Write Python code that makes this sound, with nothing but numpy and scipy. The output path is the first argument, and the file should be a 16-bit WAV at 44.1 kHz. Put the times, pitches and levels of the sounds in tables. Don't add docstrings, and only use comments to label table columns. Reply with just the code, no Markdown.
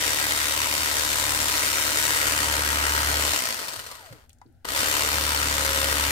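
import sys
import numpy as np
from scipy import signal
from scipy.fft import rfft, irfft
from scipy.io import wavfile
from scipy.ndimage import uniform_filter1d

SR = 44100
rng = np.random.default_rng(int(sys.argv[2]) if len(sys.argv) > 2 else 0)


def decibels_to_gain(level_db):
    exponent = np.asarray(level_db, float) / 20
    return 10 ** exponent


def wav_record(signal):
    frames = np.transpose(np.atleast_2d(signal))
    bounded = np.clip(frames, -1, 1)
    quanta = np.round(bounded * 32767).astype(np.int16)
    wavfile.write(sys.argv[1], SR, quanta)


N = 269451
TIME = np.arange(N) / SR
RELEASE_S, RESTART_S = 3.36, 4.645


def evened(x):
    return x / np.sqrt(np.mean(x ** 2) + 1e-20)


def read(points, hz):
    f, value = np.transpose(points)
    return np.interp(np.log(hz + 1), np.log(f + 1), value)


def curves(rows):
    s, *rest = np.transpose(rows)
    return [np.interp(TIME, s, column) for column in rest]


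def resonate(x, hz, width):
    r = np.exp(-np.pi * width / SR)
    pole = r * np.exp(2j * np.pi * hz / SR)
    return 2 * signal.lfilter([1 - r], [1, -pole], x).real


# start_s, speed_strokes_per_s
POWERED_SPEED = [(0, 37.0), (.3, 37.15), (.9, 37.08), (1.2, 36.84), (1.5, 36.52), (1.85, 37.11),
                 (2.3, 37.1), (2.6, 36.66), (2.9, 36.39), (3.1, 36.55), (3.36, 36.4), (4.8, 36.7), (5, 37),
                 (5.25, 36.7), (5.45, 36.35), (5.7, 36.24), (5.9, 35.99), (6.11, 35.7)]


def rotor():
    start_speed, friction, drag_s, spin_up_s = 34.5, 31, 1.3, .03
    held = curves(POWERED_SPEED)[0]
    coast = (start_speed + friction) * np.exp(-(TIME - RELEASE_S) / drag_s) - friction
    coast = np.maximum(coast, 0)
    spin = 1 - np.exp(-np.maximum(TIME - RESTART_S, 0) / spin_up_s)
    running_again = np.where(TIME < RESTART_S, coast, held * spin)
    return np.where(TIME < RELEASE_S, held, running_again)


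# start_s, angle_turns
START_ANGLES = [
    (0, .13),
    (4.8, .9),
]


def stroke(speed):
    turns = np.cumsum(speed) / SR + START_ANGLES[0][1]
    s, angle = START_ANGLES[1]
    return turns + (TIME > RESTART_S) * ((angle - turns[round(s * SR)]) % 1)


# start_s, full_speed_grind_db, pressure_as_board_shake_db
HAND = [(0, -28, -45), (.5, -28.5, -45), (.73, -29, -45.5), (.85, -28.5, -44.5), (1.42, -28, -41),
        (1.6, -27.5, -48), (1.9, -28, -46), (2.05, -26.5, -53), (2.21, -27, -41.5), (2.59, -29, -35.5),
        (3.2, -28.5, -33), (3.33, -27, -40.5), (4.75, -27.5, -35), (4.98, -27.5, -39.5),
        (5.16, -28.5, -31.5), (5.39, -29, -34), (5.8, -28, -35.5), (6.0, -28, -33.5)]


def effort(speed):
    coast_db, spin_db = 33.5, 25
    grind_db, press_db = curves(HAND)
    free = (TIME > RELEASE_S) & (TIME < RESTART_S)
    share = np.minimum(speed / 36.5 + 1e-3, 1)
    grind_db = grind_db + np.where(free, coast_db, spin_db) * np.log10(share)
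    grind_db = np.maximum(grind_db, -90)
    grind_db += -2 * uniform_filter1d(1. * free, 3000) * (TIME < RESTART_S)
    pressed = np.where(free, 0, (press_db + 52) / 14)
    boom_db = -9 + 2.74 * pressed + 9.5 * (1 - share) ** 1.2
    shake_db = uniform_filter1d(np.where(free, -69, press_db), 3000)
    shake_db += -16 * (TIME > RESTART_S) * np.exp(-abs(TIME - RESTART_S) / 0.35)
    load = 0.55 + 0.13 * pressed + 0.32 * (1 - share)
    return grind_db, boom_db, shake_db, load


# start_s, peak_db
LOOSE_CLACKS = [(3.59, -25), (3.682, -20.5), (3.7338, -27.5), (3.7604, -32), (3.792, -23), (3.8638, -31),
                (3.913, -31), (3.952, -35), (4.061, -38), (4.125, -37.5), (4.646, -35.5)]


def reversals(turns, grind_db):
    even = (TIME < 3.556) | (TIME > 4.675)
    loose = uniform_filter1d(1. * (TIME > 1.45) * (TIME < 2.35), 9000)
    slap = np.where(TIME < RESTART_S, 0.3, 0.24) + 0.3 * loose
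    hard, soft = np.ones(N), np.full(N, .88)
    clicks = np.zeros(N + 400)
    for angle, size in [(0, hard), (.5, soft), (.27, slap), (.76, .4 * slap)]:
        at = np.flatnonzero(np.diff(np.floor(turns - angle)) * even[1:])
        luck = rng.uniform(-1, 1, (len(at), 2))
        shifted = at + (30 * luck[:, 0]).astype(int)
        clicks[np.maximum(shifted, 0)] += size[at] * decibels_to_gain(2.2 * luck[:, 1])
    clicks[round(RELEASE_S * SR):round(RESTART_S * SR)] *= 1.4
    for s, db in LOOSE_CLACKS:
        size = decibels_to_gain(db - grind_db[round(s * SR)] - 14.5)
        clicks[round(s * SR)] += size
        clicks[round((s + .005) * SR)] += .7 * size
    return clicks[:N]


def rattle(clicks):
    t = np.arange(500) / SR
    chatter = t / .0013 * np.exp(1 - t / .0013)
    burst = signal.oaconvolve(clicks, chatter)[:N]
    grain_db = 2.4 * np.minimum(rng.exponential(1, N), 4)
    grains = (rng.random(N) < 1500 / SR) * decibels_to_gain(grain_db)
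    grit = evened(1.5 + signal.oaconvolve(grains, np.exp(-t / .0006))[:N])
    return (grit + 1.65 * burst) * rng.standard_normal((2, N))


# pitch_hz, density_db_per_hz
FREE_COLOUR = [(76, -32), (130, -3), (179, -15.5), (297, -1.5), (335, -6.5), (810, -7), (952, -1),
               (1140, -7.5), (1890, 1.5), (3380, -12), (7400, 3), (15900, -17)]
# pitch_hz, density_db_per_hz
LOADED_COLOUR = [(76, -37.5), (130, 4), (179, -21), (291, 1.5), (335, -10), (553, -2.5), (763, -10),
                 (1310, -2.5), (2350, -5.5), (3120, -3), (14100, -14.5), (15900, -26.5)]
# pitch_hz, width_hz, lift_db
BODY_MODES = [(300, 51, -13), (567, 1170, 6), (986, 78, 11), (1320, 120, 7), (1564, 100, 6),
              (1901, 32, 7.5), (2970, 470, 2), (2100, 240, 2.5), (4350, 350, 2.5), (6600, 500, -2.5),
              (9220, 800, 4.5), (10170, 900, -4), (11490, 200, 9), (11460, 1120, -1), (14700, 930, 8.5)]


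def housing(excite, boom_db, load):
    hz, t, z = signal.stft(excite, SR, nperseg=512, noverlap=384)
    boom_db = np.interp(t, TIME, boom_db)
    load = np.clip(np.interp(t, TIME, load), -.3, 1.3)
    db = np.outer(read(FREE_COLOUR, hz), 1 - load) + np.outer(read(LOADED_COLOUR, hz), load)
    for f, width, lift in BODY_MODES:
        db += (lift / (1 + ((hz - f) / width * 2) ** 2))[:, None]
    drift = uniform_filter1d(rng.standard_normal(db.shape), 5, 0)
    drift = uniform_filter1d(drift, 90, 1)
    shape = decibels_to_gain(db + 0.94 * evened(drift))
    low = shape / (1 + (hz[:, None] / 1900) ** 6)
    high = shape - low
    low, high = low / np.linalg.norm(low, axis=0), high / np.linalg.norm(high, axis=0)
    return signal.istft(z * (high + decibels_to_gain(boom_db) * low), SR, nperseg=512, noverlap=384)[1][:, :N]


# start_s, length_s, fish_thump_db, board_thump_db, whine_muffled_db
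BEARING_DOWN = [
    (.35, 0.56, -52, -52, 0.5),
    (1.45, .4, -39, -60, 0),
    (2.1, .8, -36, -54, 12),
    (2.5, 0.85, -32, -59, 18),
    (5.05, 0.62, -36.5, -49, 3.5),
    (5.404, 0.69, -43, -40.5, 2),
    (5.85, 0.77, -53, -52, -5),
]


def bearing(speed):
    on = ((TIME < RELEASE_S) | (TIME > RESTART_S)) * (speed / speed.max()) ** 4
    fish, board, muffle_db = decibels_to_gain(-54), decibels_to_gain(-61.5), 0
    for s, length, fish_db, board_db, lost_db in BEARING_DOWN:
        swell = np.sin(np.pi * np.clip((TIME - s) / length, 0, 1)) ** 2
        fish = fish + swell * decibels_to_gain(fish_db)
        board = board + swell * decibels_to_gain(board_db)
        muffle_db = muffle_db + swell * lost_db
    fast, slow = 12.8, 4.3
    sings = uniform_filter1d(1. * (speed < fast) * (speed > slow) * (TIME < RESTART_S), 2500)
    tone = on * decibels_to_gain(-44 - muffle_db) + sings * (speed / (.7 * fast)) ** .5 * decibels_to_gain(-55.5)
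    return on * fish, on * board, tone


# pitch_hz, width_hz, level_db
FLESH_MODES = [(945, 50, -6), (1215, 60, -4), (1290, 60, -5), (1355, 60, -1), (1500, 60, 0), (1575, 60, -1)]


def press(turns, fish_gain, board_gain):
    half = np.floor(2 * turns)
    push_pull = np.where(half % 2, -.7, 1)
    thumps = np.diff(half, prepend=0).clip(0, 1) * push_pull
    thumps = thumps * (1 + 0.054 * rng.standard_normal(N))
    fish = sum(decibels_to_gain(db) * resonate(thumps, hz, width) / width for hz, width, db in FLESH_MODES)
    board = resonate(thumps, 545, 40)
    return evened(fish) * fish_gain + evened(board) * board_gain


# stroke_multiple, level_db, phase_rad
SHAKE_ORDERS = [(1, -21, 0.048), (3, -12, -3.2), (4, -18, -1.7), (6, -22, -0.13), (7, -23.5, .1),
                (8, -12.5, -1.2)]


def motor(turns, grind_db, shake_db, tone):
    waver = 1 + .3 * evened(uniform_filter1d(rng.standard_normal((3, N)), 700))
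    angle = 2 * np.pi * turns
    fourth = decibels_to_gain(-12) * (grind_db > -40) * np.sin(400 * angle)
    whine = np.sqrt(2) * tone * (waver[0] * np.sin(100 * angle) + fourth)
    shaft = decibels_to_gain(1.3 * grind_db - 11) * (grind_db > -50) * waver[1] * np.sin(100 / 12 * angle)
    shake = np.cos(2 * angle + 1.6) * decibels_to_gain(shake_db)
    rest_db = .5 * uniform_filter1d(shake_db, 9000) + grind_db + 11
    for order, db, phase in SHAKE_ORDERS:
        shake += waver[2] * decibels_to_gain(db + rest_db) * np.cos(round(order) * angle + phase)
    judder = evened(resonate(resonate(rng.standard_normal((2, N)), 83, 70), 83, 70))
    judder = judder[0] + 0.65 * judder[1] * [[1], [-1]]
    return whine, np.sqrt(2) * shake + shaft + decibels_to_gain(grind_db - 23) * judder


# pitch_hz, density_db_per_hz
AIR_COLOUR = [(18, -37), (30, -20.5), (90, -9.5), (174, -41), (251, -29.5), (425, -39.5), (798, -32),
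              (1090, -61), (1420, -37.5), (2340, -49.5), (15900, -56.5)]
# pitch_hz, level_db
APPLIANCE_HUM = [(75, -72.5), (120, -71), (240, -74), (311, -83)]


def kitchen():
    hz = np.fft.rfftfreq(N, 1 / SR)
    air = irfft(rfft(rng.standard_normal((2, N))) * decibels_to_gain(read(AIR_COLOUR, hz)), N)
    hum = 0
    for f, db in APPLIANCE_HUM:
        hum = hum + decibels_to_gain(db) * evened(resonate(resonate(rng.standard_normal(N), f, 9), f, 9))
    return decibels_to_gain(-53.5 - 6.0) * evened(air) + hum


# pitch_hz, likeness_0_to_1
LIKENESS = [(60, 0.64), (200, 0.61), (500, 0.31), (1500, 0.61), (3000, 0.06), (15000, 0.057)]
# pitch_hz, left_over_right_db
LEFT_LEAN = [(60, 4), (180, -2.5), (550, 4.5), (1650, 3.5), (4970, 3.5), (15000, 3.5)]


def spread(one, other, lead_s=0.0002925):
    hz = np.fft.rfftfreq(N, 1 / SR)
    same = np.clip(read(LIKENESS, hz), 0, 1)
    late = np.exp(-2j * np.pi * hz * lead_s * hz ** 2 / (hz ** 2 + 500 ** 2))
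    left = rfft(one)
    right = late * (same * left + np.sqrt(1 - same ** 2) * rfft(other))
    lean = decibels_to_gain(read(LEFT_LEAN, hz) / 2)
    return np.array([irfft(left * lean, N), irfft(right / lean, N)])


def walls(x, t60=0.14):
    taps = np.zeros((2, 16000))
    at = np.arange(200, 15980, 20) + rng.integers(0, 20, (2, 789))
    echoes = rng.choice([-1., 1.], at.shape) * decibels_to_gain(-60 * at / SR / t60)
    np.put_along_axis(taps, at, echoes, 1)
    return signal.oaconvolve(x, taps / np.linalg.norm(taps[0]), axes=1)[:, :N]


# pitch_hz, width_hz, level_over_grind_db
HOUSING_RING_MODES = [(660, 120, -10.5), (1380, 330, -11), (3070, 180, -17), (4540, 480, -2.5)]


def jangle(excite, grind_db):
    free = uniform_filter1d(1. * (TIME > RELEASE_S) * (TIME < RESTART_S), 4000)
    rings = sum(decibels_to_gain(db) * evened(resonate(excite, hz, width)) for hz, width, db in HOUSING_RING_MODES)
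    creep = np.sin(np.pi * np.clip((TIME - 4.1) / .17, 0, 1)) * decibels_to_gain(-57)
    scrape = creep * evened(resonate(excite, 800, 1500))
    return free * decibels_to_gain(grind_db - 12) * rings + scrape


# start_s, peak_db, pitch_hz, width_hz
WET_TICKS = [
    (4.206, -55, 3050, 900),
    (4.294, -40.5, 9000, 12000),
    (4.303, -46, 3150, 1800),
    (4.33, -46, 8000, 5000),
    (4.385, -55.5, 7500, 4000),
    (4.445, -67.5, 11900, 5000),
    (4.462, -58, 4430, 900),
    (4.475, -63, 9450, 3500),
    (4.525, -62, 10900, 5000),
    (4.55, -70.5, 4000, 900),
]
# pitch_hz, width_hz, peak_db
BLADE_TAP = [
    (680, 150, -51),
    (960, 300, -39),
    (1900, 700, -51),
    (6000, 6000, -48),
]
# start_s, peak_db, pitch_hz
BOARD_BUMPS = [(3.762, -42, 70), (4.102, -38, 113), (4.123, -46, 300), (4.254, -57, 70), (4.35, -56, 75),
               (4.451, -51, 121), (4.452, -49, 283), (4.483, -53, 293), (4.542, -50, 70)]


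def ticks():
    out, t = np.zeros((2, N)), np.arange(6000) / SR
    sharp = list(WET_TICKS) + [(4.4145, db, hz, width) for hz, width, db in BLADE_TAP]
    events = [(s, db, hz, width, .028 * (hz / 3000) ** -.3) for s, db, hz, width in sharp]
    events += [(s, db, hz, 65, .12) for s, db, hz in BOARD_BUMPS]
    for s, db, hz, width, t60 in events:
        ring = resonate(resonate(rng.standard_normal((2, 6000)), hz, width), hz, width)
        ring = ring * decibels_to_gain(-60 * t / t60) * np.minimum(t * hz / 2, 1)
        out[:, round(s * SR):][:, :6000] += decibels_to_gain(db) * ring / abs(ring).max(1, keepdims=True)
    return out


def scene():
    speed = rotor()
    turns = stroke(speed)
    grind_db, boom_db, shake_db, load = effort(speed)
    excite = rattle(reversals(turns, grind_db))
    grind = housing(excite, boom_db, load)
    grind = grind / np.sqrt(uniform_filter1d((grind ** 2).mean(0), 9000)) * decibels_to_gain(grind_db + 4.0)
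    fish, board, tone = bearing(speed)
    thumps = press(turns, fish, board)
    whine, shake = motor(turns, grind_db, shake_db, tone)
    near = spread(*(grind + thumps + jangle(excite, grind_db) + ticks()))
    near = near + whine * decibels_to_gain([[2], [-2]])
    return near + decibels_to_gain(-11) * walls(near) + shake + spread(*kitchen(), 0)


def roll_off(x):
    return signal.sosfilt(signal.butter(12, 15980, fs=SR, output="sos"), x)


def record(dry):
    edge = signal.firwin(301, 15950, window=("kaiser", 8), fs=SR)
    mix = signal.oaconvolve(dry, edge[None], "same")
    return roll_off(mix)


dry = scene()
out = record(dry)
wav_record(out)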